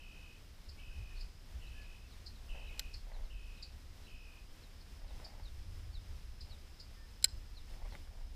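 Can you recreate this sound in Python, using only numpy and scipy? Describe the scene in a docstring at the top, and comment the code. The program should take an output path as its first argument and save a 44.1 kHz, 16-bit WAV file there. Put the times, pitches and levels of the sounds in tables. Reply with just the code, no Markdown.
"""Quiet marsh from a kayak at dusk

A bird repeats a buzzy trill (rapid pitch flicks); others chip, whistle and slur (gliding tones) from the reeds.
Behind them lie a thin, far insect drone (throbbing noise bands) and the hush of open air (shaped noise).
Light wind rumbles on the microphone (low noise following the breeze); the angler's clothes rustle in noise
grains, gear ticks on the hull, and the fishing tackle clicks twice, once sharply (ringing modes and a crack).
"""
import sys
import numpy as np
from scipy import signal
from scipy.fft import rfft, irfft
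from scipy.io import wavfile
from scipy.ndimage import uniform_filter1d

SR = 44100
rng = np.random.default_rng(int(sys.argv[2]) if len(sys.argv) > 2 else 0)


def store_pcm(level_fs):
    """Save levels as 16-bit WAV."""
    pcm = np.round(np.clip(level_fs, -1, 1) * 32767).astype(np.int16)
    wavfile.write(sys.argv[1], SR, np.atleast_2d(pcm).T)


N = 368235
TIME = np.arange(N) / SR


def amp(db):
    """Decibels to gain."""
    return 10 ** (np.asarray(db) / 20)


def unit(x):
    """Scales to rms 1."""
    return x / np.sqrt(np.mean(x ** 2) + 1e-20)


def add(mix, s, sound):
    """Mixes a sound in at time s, trimming whatever falls outside the mix."""
    at = round(s * SR)
    sound = sound[max(-at, 0):]
    part = mix[max(at, 0):][:len(sound)]
    part += sound[:len(part)]


def colour(x, points):
    """Filters x through a curve of (f/Hz, level/dB) points and scales it to rms 1."""
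    hz, db = np.transpose(points)
    f = np.fft.rfftfreq(len(x), 1 / SR)
    gain = amp(np.interp(np.log(f + 1), np.log(hz), db))
    return unit(irfft(rfft(x) * gain, len(x)))


def drift(size, rate):
    """Smooth random wander of rms 1; its spectrum rolls off around rate in Hz."""
    f = np.fft.rfftfreq(size, 1 / SR)
    spectrum = rfft(rng.standard_normal(size)) * np.exp(-(f / rate) ** 2)
    return unit(irfft(spectrum, size))


def course(length):
    """Runs from 0 to 1 over a length in seconds."""
    return np.linspace(0, 1, int(length * SR))


def phase(hz):
    """Running phase of a frequency curve."""
    return 2 * np.pi * np.cumsum(hz) / SR


def echo(x, delay, db):
    """Adds one late copy."""
    t = np.arange(len(x)) / SR
    return x + amp(db) * np.interp(t - delay, t, x, left=0)


def reeds(x, wet_db, t60):
    """The reed bank scatters a sound into many late copies that die away over t60 seconds."""
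    t = np.arange(SR // 2) / SR
    sparse = rng.standard_normal(len(t)) * (rng.random(len(t)) < .1)
    taps = sparse * (t > .003) * amp(-60 * t / t60)
    scattered = signal.fftconvolve(x, taps / np.linalg.norm(taps))[:len(x)]
    return x + amp(wet_db) * scattered


# tone of the still air over the marsh: f/Hz, relative level per Hz/dB
AIR_COLOUR = [(30, 8.5), (120, 9.5), (220, 4.5), (400, -1), (800, -4.5), (1200, -6), (2800, -6.5),
              (4300, -8), (5800, -10), (6600, -13.5), (9500, -16.5), (15000, -20.5)]


def air(level_db=-61.5, swell_db=1.0):
    """The smooth hush of the open marsh: shaped noise with a small random swell."""
    return colour(rng.standard_normal(N), AIR_COLOUR) * amp(level_db + swell_db * drift(N, 5.5))


# strength of the breeze at the microphone: t/s, buffeting level/dB, flutter level before its trim/dB
BREEZE = [(0, -54, -60.5), (0.45, -56, -62.5), (1.0, -49, -57.5), (1.35, -52.5, -61), (1.65, -48.5, -57),
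          (2.0, -55, -57), (2.55, -50, -56), (3.3, -45.5, -58.5), (3.65, -53.5, -57), (4.6, -54, -62),
          (5.05, -50.5, -58), (5.55, -47.5, -52), (6.3, -48.5, -52.5), (6.8, -55.5, -59.5), (7.2, -54, -58),
          (7.85, -50, -59), (8.35, -45, -50)]
# single gusts that thump the microphone: t/s, buffeting change/dB, flutter change/dB
GUSTS = [(.7, -1, 12.5), (1.01, -2, 13), (1.21, 9.5, 7), (1.58, -2, 12), (2.54, 12, -16), (3.19, 8.5, 6),
         (7.37, 8, 8.5), (7.88, 10.5, 1), (8.22, 3, -8)]
GUST_S = 0.042  # time from the peak of a gust to 1/e of its dB change


def eddies(shape, breeze_db, gusts_db, lumpy_db, lumps_per_s=6):
    """Turbulence of one size: it follows the breeze, jumps at each gust and is lumpy in between."""
    db = np.interp(TIME, np.transpose(BREEZE)[0], breeze_db) + lumpy_db * drift(N, lumps_per_s)
    for s, extra_db in zip(np.transpose(GUSTS)[0], gusts_db):
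        db = db + extra_db * np.exp(-((TIME - s) / GUST_S) ** 2)
    swirl = colour(rng.standard_normal(N), shape)
    # even out the noise's own swells, so that the level follows the curve
    local_rms = np.sqrt(uniform_filter1d(swirl ** 2, size=6000))
    return swirl / local_rms * amp(db)


# tone of the deep buffeting: f/Hz, relative level per Hz/dB
BUFFET_COLOUR = [(8, -15), (20, -2), (30, 5), (48, -7.5), (62, -14), (120, -47), (1000, -120)]
# tone of the quicker flutter: f/Hz, relative level per Hz/dB
FLUTTER_COLOUR = [(35, -23.5), (58, 0.5), (76, -1), (100, -11), (140, -28.5), (250, -38.5), (600, -54),
                  (3000, -110)]


def wind(flutter_trim_db=0.56):
    """Large slow eddies and small quick ones hit the microphone."""
    _, deep, quick = np.transpose(BREEZE)
    _, deep_gusts, quick_gusts = np.transpose(GUSTS)
    buffeting = eddies(BUFFET_COLOUR, deep, deep_gusts, lumpy_db=2)
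    flutter = eddies(FLUTTER_COLOUR, quick + flutter_trim_db, quick_gusts, lumpy_db=2)
    return buffeting + flutter


# insect choirs: centre f/Hz, width/Hz, level before the swell/dB, mean throb rate/Hz
INSECTS = [(5240, 238, -81, 59), (4868, 200, -83.5, 34)]
# common swell of the choirs: t/s, added level/dB
CHOIR_SWELL = [(0, 2), (1.2, 4), (2.5, 1), (4, 4), (5.3, 4.5), (6.5, 6.5), (7.4, 6), (8.35, 3)]


def insects(throb=0.299, swell_db=1):
    """Many far insects blur into narrow, faintly throbbing bands of noise."""
    out, f = np.zeros(N), np.fft.rfftfreq(N, 1 / SR)
    for hz, width, db, rate in INSECTS:
        bell = np.exp(-2 * ((f - hz) / width) ** 2)
        band = unit(irfft(rfft(rng.standard_normal(N)) * bell, N))
        pulse = 1 + throb * np.sin(phase(rate * (1 + 0.0676 * drift(N, 3.6))))
        out += band * pulse * amp(db + swell_db * drift(N, 12.0))
    return out * amp(np.interp(TIME, *np.transpose(CHOIR_SWELL)))


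# course of a trill: share of its length, level change/dB, pitch factor, mean flick rate/Hz,
# height of the flicks as a share of the pitch
TRILL_SHAPE = [(0, 0, 1.07, 77, .19), (.1, -3.2, 1.015, 67, .28), (.4, -4.5, .985, 61, .31),
               (.78, -6, .972, 59, .3), (1, -12.5, .985, 57.4, .22)]
WATER_S = 0.002  # lag of the bounce off the water


def trill(length, db, hz, water_db, lowest=.54, sharp=1.55, waver=0.0131, unsteady=0.023,
          uneven_db=0.9, uneven_reach=.1, wander=0.00794, dip=0.42):
    """Some sixty tiny notes a second, each swooping down and up again; a bounce off the water colours them."""
    u = course(length)
    share, *columns = np.transpose(TRILL_SHAPE)
    level_db, bend, rate, sweep = (np.interp(u, share, c) for c in columns)
    cycle = (np.cumsum(rate * (1 + unsteady * drift(len(u), 23))) / SR) % 1
    # each flick bottoms out at the share "lowest" of its cycle
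    flick = abs((cycle - lowest) / lowest) ** sharp * (1 + uneven_reach * drift(len(u), 58.0))
    unrest = waver * drift(len(u), 320) + wander * drift(len(u), 36.0)
    pitch = hz * bend * (1 + sweep * flick + unrest)
    level = amp(db + level_db + uneven_db * drift(len(u), 60)) * np.sin(np.pi * cycle) ** dip
    notes = level * np.sin(phase(pitch)) * signal.windows.tukey(len(u), .03) * np.sqrt(2)
    return echo(notes, WATER_S, water_db)


def chip_lead(db, length=0.009, start_hz=3200, top_hz=4570):
    """A soft, swelling upward sweep that leads into a chip."""
    u = course(length)
    tone = np.sin(phase(start_hz + (top_hz - start_hz) * u))
    return amp(db) * unit(tone * u * signal.windows.tukey(len(u), .3))


CHIP_HZ, CHIP_S = 4630, 0.0093  # mean mid-note pitch and length


def chip(db, sag=0.27, jitter=.035, scatter=0.0115, overtone_db=-20, near_db=0, near_t60=0.069):
    """A very short note that whips down; the stems around the bird scatter it at once."""
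    u = course(CHIP_S)
    pitch = CHIP_HZ * (1 - sag * (u - .5) + jitter * drift(len(u), 800))
    turn = phase(pitch * (1 + scatter * rng.standard_normal()))
    # partials an octave and a fifth above
    note = np.sin(turn) + amp(overtone_db) * (np.sin(2 * turn) / 2 + np.sin(3 * turn / 2))
    note = amp(db) * unit(note * signal.windows.tukey(len(u), .4))
    return reeds(np.pad(note, (0, SR // 10)), near_db, near_t60)


def whistle(length, db, hz, glide, hoarse, arch=0.06, flutter_db=2.0):
    """A soft, slightly arched note from far away that glides, flutters and fades."""
    u = course(length)
    pitch = hz * (1 + glide * (u - .5) - arch * (u - .5) ** 2 + hoarse * drift(len(u), 300))
    fade = signal.windows.tukey(len(u), .75)
    return amp(db) * unit(np.sin(phase(pitch)) * fade * amp(flutter_db * drift(len(u), 70)))


# mean course of a slur: t/s, f/Hz, relative level/dB
SLUR_SHAPE = [(0, 4220, -1), (.008, 4620, -10), (.017, 4400, -0.5), (.028, 4020, -1), (.04, 3750, -7.5),
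              (.053, 3650, -5), (.063, 3330, -12)]
SLUR_HOOK_S = 0.031  # the level change of the opening hook fades out over this time


def slur(db, hook_db, waver=.012, flutter_db=3, scatter=0.00765):
    """A thin whistle that hooks upward, slides down, levels off and drops away."""
    s, hz, level_db = np.transpose(SLUR_SHAPE)
    t = course(s[-1]) * s[-1]
    pitch = np.interp(t, s, hz) * (1 + scatter * rng.standard_normal() + waver * drift(len(t), 200))
    hook = np.interp(t, [0, SLUR_HOOK_S], [hook_db, 0])
    level = amp(np.interp(t, s, level_db) + hook + flutter_db * drift(len(t), 120))
    return amp(db) * unit(np.sin(phase(pitch)) * level * signal.windows.tukey(len(t), .12))


# All bird levels are taken before the reeds add their scatter.
# buzzy trills: t/s, length/s, level at the start/dB, base f/Hz, bounce off the water/dB
TRILLS = [(-.075, .465, -58, 2540, -4.5), (0.784, 0.488, -59.5, 2510, -4), (1.61, .43, -59, 2538, -6),
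          (2.488, 0.48, -55, 2530, -9), (3.299, .41, -60.5, 2518, -7.5), (4.066, 0.38, -59.5, 2490, -8)]
# sharp chips: t/s, level/dB
CHIPS = [(.688, -56.5), (1.207, -53), (1.813, -68), (2.262, -52.5), (2.938, -51.5), (3.625, -50),
         (4.806, -67), (5.245, -53), (6.407, -53.5), (6.798, -52.5)]
# far whistles: t/s, length/s, level/dB, f/Hz, glide and hoarseness as shares of the pitch
WHISTLES = [(0.759, 0.087, -71, 2298, 0.024, .005), (0.9, 0.0363, -71.5, 1560, -0.039, .005),
            (1.095, 0.05, -72.5, 1820, -0.0015, .005), (1.143, 0.082, -66, 4450, .12, .06),
            (1.659, 0.0346, -70, 4047, 0.045, .035), (1.72, 0.17, -69, 1708, -0.022, .005),
            (2.028, 0.051, -71, 2680, -0.1, .01), (2.658, 0.0484, -72, 3920, -0.069, .015),
            (2.665, 0.099, -71.5, 2202, -0.0337, .012), (4.031, .05, -72, 4020, -.06, .01),
            (6.939, 0.14, -73, 1803, -0.012, .005)]
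# falling slurs: t/s, level/dB, level change of the opening hook/dB
SLURS = [(1.815, -75, -6), (2.095, -70.5, -15), (2.335, -72, -20), (3.118, -70, -20), (3.228, -74.5, 0),
         (3.55, -72, -18), (4.612, -71.5, -8), (5.06, -72.5, -12), (5.431, -65, 0), (5.928, -62, 1),
         (6.494, -64, -3), (7.552, -63.5, -1), (7.907, -68, 7)]


def birds(lead_s=0.009, lead_db=-16):
    """Each kind of call has its own amount and length of scatter from the reeds."""
    trills, chips, slurs, far = np.zeros((4, N))
    for mix, voice, table in ((trills, trill, TRILLS), (chips, chip, CHIPS),
                              (slurs, slur, SLURS), (far, whistle, WHISTLES)):
        for s, *row in table:
            add(mix, s, voice(*row))
    for s, db in CHIPS:
        add(chips, s - lead_s, chip_lead(db + lead_db))
    return (reeds(trills, wet_db=-10, t60=0.12) + reeds(chips, wet_db=-7, t60=0.27)
            + reeds(slurs, wet_db=-10, t60=0.2) + reeds(far, wet_db=-9.5, t60=.28))


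# arm movements that rub the clothes: t/s, length/s, level at the middle of the stroke/dB
RUBS = [(2.509, 0.17, -61), (2.686, .149, -66), (3.035, 0.26, -62.5), (4.952, 0.56, -64.5),
        (6.442, .125, -65.5), (7.691, 0.15, -65), (7.81, 0.082, -58.5), (7.914, 0.062, -58),
        (8.02, 0.36, -70)]
# tone of the cloth: f/Hz, relative level/dB
CLOTH_COLOUR = [(150, -38.5), (380, -4), (560, 6), (900, 5), (1300, -11), (2100, -4), (3200, -26),
                (8000, -27), (15000, -53.5)]


def clothes(grain_db=2.5, grains_per_s=1300, clump_db=2, clumps_per_s=60):
    """Cloth slips in clumps of tiny grains under each arm movement."""
    stroke = np.zeros(N)
    for s, length, db in RUBS:
        add(stroke, s, amp(db) * np.sin(np.pi * course(length)))
    grain_level = amp(grain_db * np.minimum(rng.exponential(1, N), 3))
    slips = rng.standard_normal(N) * grain_level * (rng.random(N) < grains_per_s / SR)
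    return stroke * colour(slips * amp(clump_db * drift(N, clumps_per_s)), CLOTH_COLOUR)


# ticks of gear on the hull: t/s, level before the decay/dB
TICKS = [(2.555, -53), (3.118, -48.5), (5.018, -56), (5.199, -47.5), (5.221, -61), (5.301, -59),
         (5.398, -53), (7.82, -58), (7.858, -49), (7.923, -49), (7.952, -43), (8.073, -53.5)]
# tone of a tick: f/Hz, relative level/dB
KNOCK_COLOUR = [(150, 6), (500, -0.5), (900, 5), (1300, -7), (2100, 1), (3200, -23.5), (8000, -29)]


def hull_ticks(t60=0.025):
    """Gear ticks dully on the hull: short decaying bursts of shaped noise."""
    ticks = np.zeros(N)
    t = np.arange(2048) / SR
    for s, db in TICKS:
        add(ticks, s, amp(db - 60 * t / t60) * colour(rng.standard_normal(len(t)), KNOCK_COLOUR))
    return ticks


# ring of the tackle: f/Hz, level before the tilt/dB, t60/s
TACKLE_MODES = [(1520, -22, 0.074), (1883, -23, 0.051), (3057, -11.5, 0.021), (4038, -2, 0.01714),
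                (4180, -5.5, 0.02), (4365, -3, 0.0112), (5050, -5.5, 0.0203), (5350, -14.5, 0.0126),
                (6070, -19, 0.018), (6570, -23, 0.0217), (7640, -1, 0.012), (8100, -9, 0.013),
                (9460, -5.5, 0.00635), (10200, -12, 0.0082), (11100, -25.5, 0.0074)]
# tone of the crack before the tilt: f/Hz, relative level/dB
CRACK_COLOUR = [(200, -34), (500, 3), (950, -13), (1400, 0), (3000, 9.5), (4500, 7.5), (6300, 5.5),
                (9300, -11.5), (12000, 4), (15000, -3)]


def contact(s, db, tilt_db, crack_db, crack_t60=0.0179, rise=0.00048, crack_tilt=0.29):
    """One hard touch at time s: a crack and a push to the ring of the stiff parts, both brighter with tilt."""
    t = np.arange(4096) / SR
    ring = sum(amp(mode_db + tilt_db * np.log2(hz / 5000) - 60 * t / t60) * np.sin(2 * np.pi * hz * (t + s))
               for hz, mode_db, t60 in TACKLE_MODES)
    shape = [(hz, level + crack_tilt * tilt_db * max(np.log2(hz / 5000), 0)) for hz, level in CRACK_COLOUR]
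    crack = amp(crack_db - 60 * t / crack_t60) * colour(rng.standard_normal(len(t)), shape)
    return s, amp(db) * (ring + crack) * (1 - np.exp(-t / rise)) / 2


# tackle clicks: t/s, relative level/dB, treble tilt/dB per octave, crack gain/dB,
# gap to the second contact/s, delay of the bounce/s, bounce level against the snap/dB
CLICKS = [(2.794, -32, 3, 7, 0.00056, 0.0055, -14), (7.243, -11, 7.5, -6, 0.00139, 0.013, -22)]
TOUCH_S, TOUCH_DB = .0167, -24.5  # light touch: time ahead of the snap, level against it
SLIP_S, SLIP_DB = 0.0019, -21  # slip just before the snap
SECOND_DB, DULLING_DB = -2.5, -2  # second contact's level; tilt lost per later contact, dB an octave
BACK_HZ, BACK_WIDTH_HZ = 5120, 1050  # the band that the reeds send back


def tackle():
    """A catch is touched, slips, snaps over in two quick contacts and bounces once."""
    out = np.zeros(N)
    for s, db, tilt_db, crack_db, second_s, bounce_s, bounce_db in CLICKS:
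        for early, softer_db in (TOUCH_S, TOUCH_DB), (SLIP_S, SLIP_DB):
            add(out, *contact(s - early, db + softer_db, 0, crack_db))
        snaps = [(0, 0), (second_s, SECOND_DB), (bounce_s, bounce_db)]
        for k, (delay, softer_db) in enumerate(snaps):
            add(out, *contact(s + delay, db + softer_db, tilt_db + k * DULLING_DB, crack_db))
    # the reeds send back only a faint, thin copy, 38 ms late
    back = signal.lfilter(*signal.iirpeak(BACK_HZ, BACK_HZ / BACK_WIDTH_HZ, fs=SR), out)
    scattered = reeds(back, wet_db=6.5, t60=0.36)
    return out + amp(-32.5) * np.interp(TIME - .038, TIME, scattered, left=0)


def scene():
    """Everything at one microphone."""
    return (air() + wind() + insects() + birds() + clothes() + hull_ticks() + tackle())[None]


def record(dry, edge_hz=15350):
    """Band limit: a steep low-pass takes off the extreme treble."""
    lowpass = signal.firwin(511, edge_hz, window=("kaiser", 9), fs=SR)
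    return signal.oaconvolve(dry, lowpass[None], "same", axes=1)


dry = scene()
out = record(dry)
store_pcm(out)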